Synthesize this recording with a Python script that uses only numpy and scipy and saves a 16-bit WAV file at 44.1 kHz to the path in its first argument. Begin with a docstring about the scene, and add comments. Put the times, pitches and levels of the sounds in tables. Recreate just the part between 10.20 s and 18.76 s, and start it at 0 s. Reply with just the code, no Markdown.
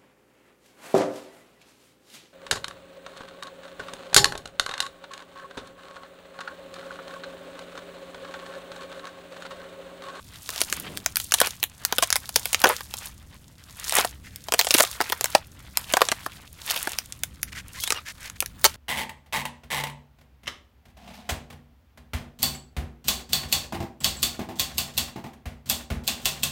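"""A faint low rumble and a thin hiss hang in the open air throughout, made of shaped noise.
Rubber boots soon press on thin ice, hollow over frozen grass, close below the microphone: damped plate
modes snap singly and in short runs, tiny pings crunch and scuff, and trouser cloth brushes early on.
After a lull without cracks the ice snaps again, while trains of tiny jerks make the rubber creak.
Later come more creaks and a cluster of gliding squeaks, then two strong cracks close to the end."""
import sys
import numpy as np
from scipy import signal
from scipy.fft import rfft, irfft, next_fast_len
from scipy.io import wavfile
from scipy.ndimage import uniform_filter1d, map_coordinates

SR = 44100
rng = np.random.default_rng(int(sys.argv[2]) if len(sys.argv) > 2 else 0)


def wav_out(sig):
    """Save sig, one row per channel (or a flat mono array), as 16-bit PCM at SR to the path in sys.argv[1]."""
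    wavfile.write(sys.argv[1], SR, np.round(np.clip(np.atleast_2d(sig).T, -1, 1) * 32767).astype(np.int16))


N = 377496  # samples
TOP_HZ = 16000  # nothing is heard above this

# Spectra of the far rumble and of the hiss in the air: (frequency [Hz], relative level [dB])
RUMBLE_SPECTRUM = [(20, -11), (35, -16.5), (55, 2), (85, 0), (190, -9), (280, -14.5), (500, -29),
                   (1100, -55.5)]
HISS_SPECTRUM = [(200, -43.5), (500, 15), (3000, -13), (8000, -4), (16000, -13.5)]

# Spectrum of brushing trouser cloth: (frequency [Hz], relative level [dB])
CLOTH_SPECTRUM = [(60, -27), (180, 10.5), (350, 4.5), (800, -7), (2000, -27), (6000, -68)]
# The trouser leg swings forward once
SWING_S, SWING_RISE_S, SWING_FALL_S, CLOTH_DB = 0.724, 0.35, 0.16, -40

# Rubber creaks as the boot flexes: (time [s], length [s], level [dB])
CREAKS = [(4.033, 0.067, -46.5), (4.077, 0.17, -55.5), (7.268, 0.035, -45.5), (7.319, 0.024, -36.5),
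          (7.343, 0.076, -36.5), (7.532, 0.071, -41), (7.849, 0.078, -36), (7.992, 0.11, -41),
          (8.155, 0.019, -43.5)]
# Shaping of the creaks: (frequency [Hz], relative gain [dB])
CREAK_SHAPING = [(400, -20), (1100, -16.5), (1700, -4), (2700, -6), (4000, -8), (7000, -1), (14000, 0)]

# Rubber sticks and slips on ice: (time [s], length [s], start pitch [Hz], end pitch [Hz], level [dB])
SQUEAKS = [(7.562, 0.04, 964, 1140, -47.5), (7.577, 0.031, 1970, 2180, -44),
           (7.613, 0.043, 3140, 3580, -39), (7.656, 0.039, 3160, 4130, -37),
           (7.747, 0.048, 2870, 2800, -40.5), (7.781, 0.017, 1060, 1360, -41)]

# A sole loads or leaves the ice:
# (time of greatest pressure [s], rise [s], release [s], crunch drive [dB], scuff drive [dB])
PRESSES = [(.38, 0.36, 0.42, -36, -44.5), (.57, 0.13, 0.52, -45.5, -41), (0.991, 0.046, 0.2, -34.5, -66),
           (1.21, 0.09, 0.14, -29, -33), (1.85, 0.44, 0.29, -43.5, -44.5), (2.26, 0.35, 0.35, -36.5, -46.5),
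           (2.498, 0.16, 0.17, -31, -36.5), (2.848, 0.18, 0.096, -37, -42.5),
           (3.79, 0.19, 0.094, -25.5, -28.5), (4.581, 0.22, 0.26, -26.5, -32.5),
           (4.84, 0.046, 0.21, -39, -36), (5.149, 0.31, 0.084, -40.5, -42), (5.78, 0.35, 0.48, -37, -38),
           (6.53, 0.15, 0.34, -32.5, -33.5), (7.63, 0.11, 0.17, -33, -54.5), (7.77, 0.11, 0.066, -42, -38),
           (8.06, 0.14, 0.035, -41.5, -45.5), (8.47, 0.071, 0.13, -38.5, -37.5)]
SWELL_RANGE_DB = 20  # gained over a rise, lost over a release or fall
REST_CRUNCH_DB, REST_SCUFF_DB = -59, -62  # drive under a standing boot
HALF_SPLINTERING_DB = -66.5  # crunch drive at which splinters reach half their share
# Shaping of crunch and scuff: (frequency [Hz], relative gain [dB])
CRUNCH_SHAPING = [(200, -32.5), (600, -16.5), (1700, -26.5), (3500, -9), (5000, -8), (7500, -4),
                  (16000, 0.5)]
SCUFF_SHAPING = [(120, -31.5), (400, -3.5), (1100, -2), (2600, 3.5), (5000, 7), (12000, -43.5)]

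# Cracks of the ice; hollow sheets boom, thin edges click:
# (time [s], relative snap level [dB], hollowness = body over snap [dB], time scale of the run [ms])
CRACKS = [(0.2914, -33, -5.5, 0.36), (0.361, -36.5, -2, 0.94), (0.4064, -33.5, -22, 1.4),
          (0.4158, -19.5, -9.5, 0.83), (0.5266, -24, -5.5, 0.71), (0.7734, -33.5, -10, 1.3),
          (.8615, -22.5, -8, 1.1), (.9583, -30, -21.5, 0.84), (0.9694, -24.5, -15, 1.6),
          (1.0007, -33.5, -13, 1.1), (1.1213, -20.5, -13, 0.58), (1.1399, -16.5, -10, 4.7),
          (1.2027, -20, -16, 1.1), (1.215, -17, 1.5, 2.1), (1.2716, -28, -3.5, 1.3),
          (1.4297, -24.5, -9, 0.69), (1.4387, -24.5, -11, 0.97), (1.6508, -25, -19.5, 0.65),
          (1.7251, -24.5, 2.5, 1.9), (1.7836, -20, -1.5, 3.2), (1.825, -19, 2, 3.2), (1.8329, -22, -7, 5.8),
          (1.9039, -26.5, -15, .6), (1.9271, -21, -16, 1.5), (1.9574, -23.5, -1.5, 1.4),
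          (1.9646, -26.5, -10.5, 0.89), (2.092, -33.5, -8, 1.2), (2.1595, -21.5, -15, 0.77),
          (2.1622, -17, -7.5, 1.5), (2.2561, -27, -8, 1.9), (2.331, -24.5, -12.5, 0.65),
          (2.346, -19.5, -9, .8), (2.4176, -31.5, -9.5, 1.3), (2.44, -15, 5.5, 3.3),
          (2.4553, -26.5, 12.5, 3.2), (2.47, -24, 4, 6.6), (2.4973, -30.5, 13, 13), (2.6073, -38, 2, 2),
          (2.7394, -32, -5, 1.1), (3.6956, -31.5, -18, 1), (3.7236, -26.5, -4, 0.89),
          (3.7855, -22.5, 3.5, 1.7), (3.8057, -33, 7, 3.7), (3.8472, -28.5, 6.5, 2), (4.16, -43, -20, .6),
          (4.2851, -35.5, 4, 3.3), (4.3223, -22.5, -2.5, 0.96), (4.3384, -22, -2, 1.5),
          (4.3439, -26.5, 2.5, 0.92), (4.392, -16, -6, 6.2), (4.4126, -23, -4, 1.4), (4.4468, -30, -5, 1.4),
          (4.4693, -25.5, 1, 3.2), (4.5078, -19.5, -8, 1.2), (4.541, -16.5, -9, 3.9),
          (4.5485, -18.5, 0, 3.5), (4.5841, -18.5, -4, 9.1), (4.6004, -22.5, 3.5, 2),
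          (4.605, -14.5, -1, 2.4), (4.636, -25, 1.5, 2), (4.8043, -28.5, 10, 1.3), (4.812, -24, 3, 4.9),
          (4.8992, -32, -1.5, 1.9), (4.9222, -23, 1, 4.2), (5.0103, -26.5, -6, 1.3), (5.043, -21, -8, 1.4),
          (5.0571, -29.5, -5.5, 1.7), (5.15, -15.5, 7, 3), (5.5723, -20.5, -11, 0.9),
          (5.7376, -19, 1.5, 1.6), (5.7693, -20, 5.5, 2.4), (5.8081, -31, 7.5, 1.8),
          (5.8175, -17.5, 6.5, 2.2), (5.8873, -26, -4.5, 1.6), (5.917, -23, 3, 4.1),
          (6.0628, -32.5, 5.5, 1.5), (6.507, -26, -8.5, 3.5), (6.562, -28.5, -6.5, 7.9),
          (6.673, -29.5, 5.5, 2.1), (6.787, -28, -14, 0.38), (6.924, -40.5, -17.5, 1),
          (7.0355, -27, -10.5, .7), (7.2308, -28.5, -14, .7), (7.6373, -30.5, -10.5, 4.3),
          (7.676, -31, -6.5, 3.1), (7.7047, -23.5, -6, 2.2), (7.7227, -24.5, -4.5, 2),
          (8.099, -38.5, -7, 1.7), (8.2047, -27.5, -25, 0.34), (8.2246, -31.5, 1, .9),
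          (8.2607, -38, -17.5, 1), (8.4434, -14.5, -14, 4.3), (8.451, -13.5, -1.5, 7.1)]
SPLINTER_DB, SPLINTER_LOSS = -0.5, 0.38  # bright edge over the snap [dB]; dB lost per dB of hollowness
PIECE_DB, PIECE_HZ = -27, 861  # relative level and centre pitch of the body of a typical piece
PITCH_HALVES_DB = 120.5  # a larger, louder piece rings lower: rise in body level per octave down


def amp(db):
    """Decibels to gain."""
    return 10 ** (np.asarray(db) / 20)


def unit(x):
    """Scale to rms 1."""
    return x / np.sqrt(np.mean(x ** 2) + 1e-20)


def add(track, s, sound):
    """Mix a sound into the track at time s."""
    start = round(s * SR)
    track[start:start + len(sound)] += sound[:max(N - start, 0)]


def band(x, lo_hz, hi_hz, order=2):
    """Causal band-pass."""
    edges = [lo_hz, min(hi_hz, 0.49 * SR)]
    return signal.sosfilt(signal.butter(order, edges, "band", fs=SR, output="sos"), x)


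def coloured(x, points):
    """Shape x by (Hz, dB) points, at rms 1."""
    size = next_fast_len(N + 8192)
    hz, db = np.transpose(points)
    bins_hz = np.fft.rfftfreq(size, 1 / SR)
    gain = amp(np.interp(np.log(bins_hz + 1), np.log(hz), db))
    return unit(irfft(rfft(x, size) * gain, size)[:N])


def noise(points):
    """Noise of rms 1 with the given spectrum."""
    return coloured(rng.standard_normal(N), points)


def wobble(rate):
    """A smooth random curve, rate knots a second."""
    knots = rng.standard_normal(int(N * rate / SR) + 4)
    return map_coordinates(knots, [np.arange(N) * rate / SR])


def swell(s, rise, fall):
    """A gain that grows to 1 at time s and dies away, evenly in dB."""
    t = np.arange(N) / SR - s
    return amp(-SWELL_RANGE_DB * np.maximum(-t / rise, t / fall))


def grains(rate, spread_db, centre_hz, cycles, size=128):
    """Many tiny breaks, rate per second, each a damped ping of random pitch and strength."""
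    count = int(rate * N / SR)
    draw = rng.random((count, 3))
    start = (draw[:, :1] * N).astype(int)
    # pitches lie within an octave either side of the centre
    hz = np.minimum(centre_hz * 2 ** (2 * draw[:, 1:2] - 1), SR / 2)
    strength = amp(spread_db * draw[:, 2:] ** 2)  # a positive spread gives many weak, few strong
    turns = hz * np.arange(size) / SR
    pings = strength * np.sin(2 * np.pi * turns) * np.exp(-turns / cycles)
    places = start + np.arange(size)
    return np.bincount(places.ravel(), pings.ravel(), N)[:N]


def fracture(t, run_ms, count=20):
    """A first break, then breaks that tend to shrink as the crack runs on through the sheet."""
    progress = rng.uniform(0, 2.2, count)  # in units of run_ms
    strength = 0.65 * run_ms / (run_ms + 2.8)  # longer runs carry stronger later breaks
    sizes = strength * rng.standard_normal(count) * np.exp(-progress / 2)
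    places = (progress * run_ms / 1000 * SR).astype(int)
    breaks = np.bincount(places, sizes, len(t))[:len(t)]
    breaks[0] += 1
    # neighbouring plates and the boot scatter the wave for a few milliseconds
    scatter = 0.033 * rng.standard_normal(len(t)) * amp(-60 * t / 0.037)
    return breaks + scatter


def background():
    """A low distant rumble, slowly uneven in level, under a thin steady hiss."""
    rumble = amp(-50.5 + 3.0 * wobble(2.457)) * noise(RUMBLE_SPECTRUM)
    hiss = amp(-67.5) * noise(HISS_SPECTRUM)
    return rumble + hiss


def cloth():
    """The trouser leg brushes softly: one swell of dull noise in uneven puffs."""
    puffs = amp(CLOTH_DB + 0.83 * wobble(33.5))
    return swell(SWING_S, SWING_RISE_S, SWING_FALL_S) * puffs * noise(CLOTH_SPECTRUM)


def creaks():
    """Flexing rubber slips in a quick, uneven train of tiny jerks."""
    gain = np.zeros(N)
    for s, length, db in CREAKS:
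        add(gain, s, amp(db) * np.sqrt(np.hanning(int(length * SR))))
    jerks = grains(rate=1800, spread_db=-4, centre_hz=2730, cycles=0.46)
    return gain * coloured(jerks, CREAK_SHAPING)


def squeaks():
    """Stick and slip of the sole: a short rough glide with weak overtones."""
    out = np.zeros(N)
    for s, length, start_hz, end_hz, db in SQUEAKS:
        u = np.linspace(0, 1, int(length * SR))
        jitter = unit(uniform_filter1d(rng.standard_normal(len(u)), size=60))
        hz = (start_hz + (end_hz - start_hz) * u) * (1 + 0.025 * jitter)
        phase = 2 * np.pi * np.cumsum(hz) / SR
        tone = np.zeros(len(u))
        for k in range(4):
            tone += amp(-k * start_hz / 280) * np.sin((k + 1) * phase)  # rubber damps high overtones
        add(out, s, amp(db) * unit(tone * np.sin(np.pi * u)))
    return out


def pressure():
    """Drive of crunch and scuff: every press swells and fades over the standing weight."""
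    crunch, scuff = amp(REST_CRUNCH_DB), amp(REST_SCUFF_DB)
    for s, rise, release, crunch_db, scuff_db in PRESSES:
        load = swell(s, rise, release)
        crunch = np.hypot(crunch, amp(crunch_db) * load)
        scuff = np.hypot(scuff, amp(scuff_db) * load)
    return crunch, scuff


def shifting(x, depth_db):
    """Short-lived resonances come and go as the contact patch moves."""
    z = signal.stft(x, nperseg=512)[2]
    field = uniform_filter1d(rng.standard_normal(z.shape), size=5, axis=0)  # across frequency
    field = uniform_filter1d(field, size=8, axis=1)  # across time
    return unit(signal.istft(z * amp(depth_db * unit(field)), nperseg=512)[1][:N])


def tread():
    """Frozen blades crumble and splinters tick under the sole while the rubber scuffs across the ice."""
    crunch_gain, scuff_gain = pressure()
    blades = grains(rate=3500, spread_db=11.5, centre_hz=6350, cycles=1.0)
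    crunch = coloured(blades, CRUNCH_SHAPING)

    splinters = grains(rate=55, spread_db=14, centre_hz=5500, cycles=0.6)
    run = fracture(np.arange(SR // 50) / SR, run_ms=1.5)  # every splinter breaks in the same tiny run
    ticks = coloured(signal.fftconvolve(splinters, run)[:N], CRUNCH_SHAPING)
    loaded = crunch_gain / (crunch_gain + amp(HALF_SPLINTERING_DB))  # a resting sole breaks off fewer
    crumbling = crunch_gain * amp(1.9 * wobble(40)) * (0.65 * crunch + 1.03 * loaded * ticks)

    rub = coloured(grains(rate=2500, spread_db=17.5, centre_hz=1840, cycles=1.0), SCUFF_SHAPING)
    scuff = shifting(rub, depth_db=1.8)
    return crumbling + scuff_gain * amp(4.6 * wobble(27)) * scuff


def sheet(t, centre_hz, octaves, t60, lag, uneven_db, count=24):
    """A piece of ice rings in damped bending modes around a centre; t60 and lag (s) hold at 1 kHz."""
    place = 2 * ((np.arange(count) + rng.random(count)) / count)[:, None] - 1  # -1 to 1 across the modes
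    hz = np.minimum(centre_hz * 2 ** (octaves * place), SR / 2)
    khz = hz / 1000
    age = np.maximum(t - lag / np.sqrt(khz), 0)  # low bending waves travel slower and arrive later
    sign = rng.choice([-1, 1], (count, 1))
    level_db = uneven_db * rng.standard_normal((count, 1)) - 6.8 * place ** 2  # weaker away from the centre
    size = sign * amp(level_db) * khz ** 0.49
    decay = amp(-60 * age * khz ** 0.18 / t60)
    ring = np.sum(size * np.sin(2 * np.pi * hz * age) * decay, axis=0)
    return band(ring, 0.3 * centre_hz, TOP_HZ)  # a thin plate radiates no deep bass


def cracks():
    """Each fracture drives a new piece of ice: hollow body, mid snap and bright splinter."""
    out = np.zeros(N)
    t = np.arange(SR // 25) / SR
    for s, snap_db, hollow_db, run_ms in CRACKS:
        body_db = snap_db + hollow_db
        splinter_db = snap_db + SPLINTER_DB - SPLINTER_LOSS * hollow_db
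        body_hz = PIECE_HZ * 2 ** ((PIECE_DB - body_db) / PITCH_HALVES_DB)
        body_octaves = np.clip(1.343 * (700 / body_hz) ** 0.52, 0.3, 2)
        breaks = fracture(t, run_ms)
        body = sheet(t, body_hz, body_octaves, t60=0.017, lag=0.00062, uneven_db=1.0)
        snap = sheet(t, centre_hz=2703, octaves=1.24, t60=0.0069, lag=0.00039, uneven_db=1.5)
        splinter = sheet(t, centre_hz=8730, octaves=1.16, t60=0.0016, lag=0.00053, uneven_db=0.5)
        for db, modes in [(body_db, body), (snap_db, snap), (splinter_db, splinter)]:
            sound = unit(signal.fftconvolve(breaks, modes)[:len(t)])
            add(out, s - 0.0002, amp(db - 7.0) * sound)  # 7 dB down: common trim of all three parts
    return out


def outdoors(x, wet_db, t60):
    """Ground and plants scatter back a weak, short tail."""
    t = np.arange(SR // 2) / SR
    scatter = band(rng.standard_normal(len(t)), 280, 19500, order=1)
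    tail = scatter * amp(-60 * t / t60) * (1 - np.exp(-t / 0.0024))
    return x + amp(wet_db) * signal.fftconvolve(x, tail / np.linalg.norm(tail))[:N]


def scene():
    """Steps on the ice close below the microphone, in the open air; one channel."""
    ice = outdoors(cracks(), wet_db=-17.5, t60=0.12)
    boots = tread() + squeaks() + creaks()
    return (background() + cloth() + boots + ice)[None]


def record(dry):
    """The sharpest peaks are rounded off near full scale; nothing passes above the band limit."""
    rounded = dry / (1 + np.abs(dry) ** 6) ** (1 / 6)
    size = next_fast_len(N + 8192)
    passed = np.fft.rfftfreq(size, 1 / SR) < TOP_HZ
    return irfft(rfft(rounded, size) * passed, size)[..., :N]


dry = scene()
out = record(dry)
wav_out(out)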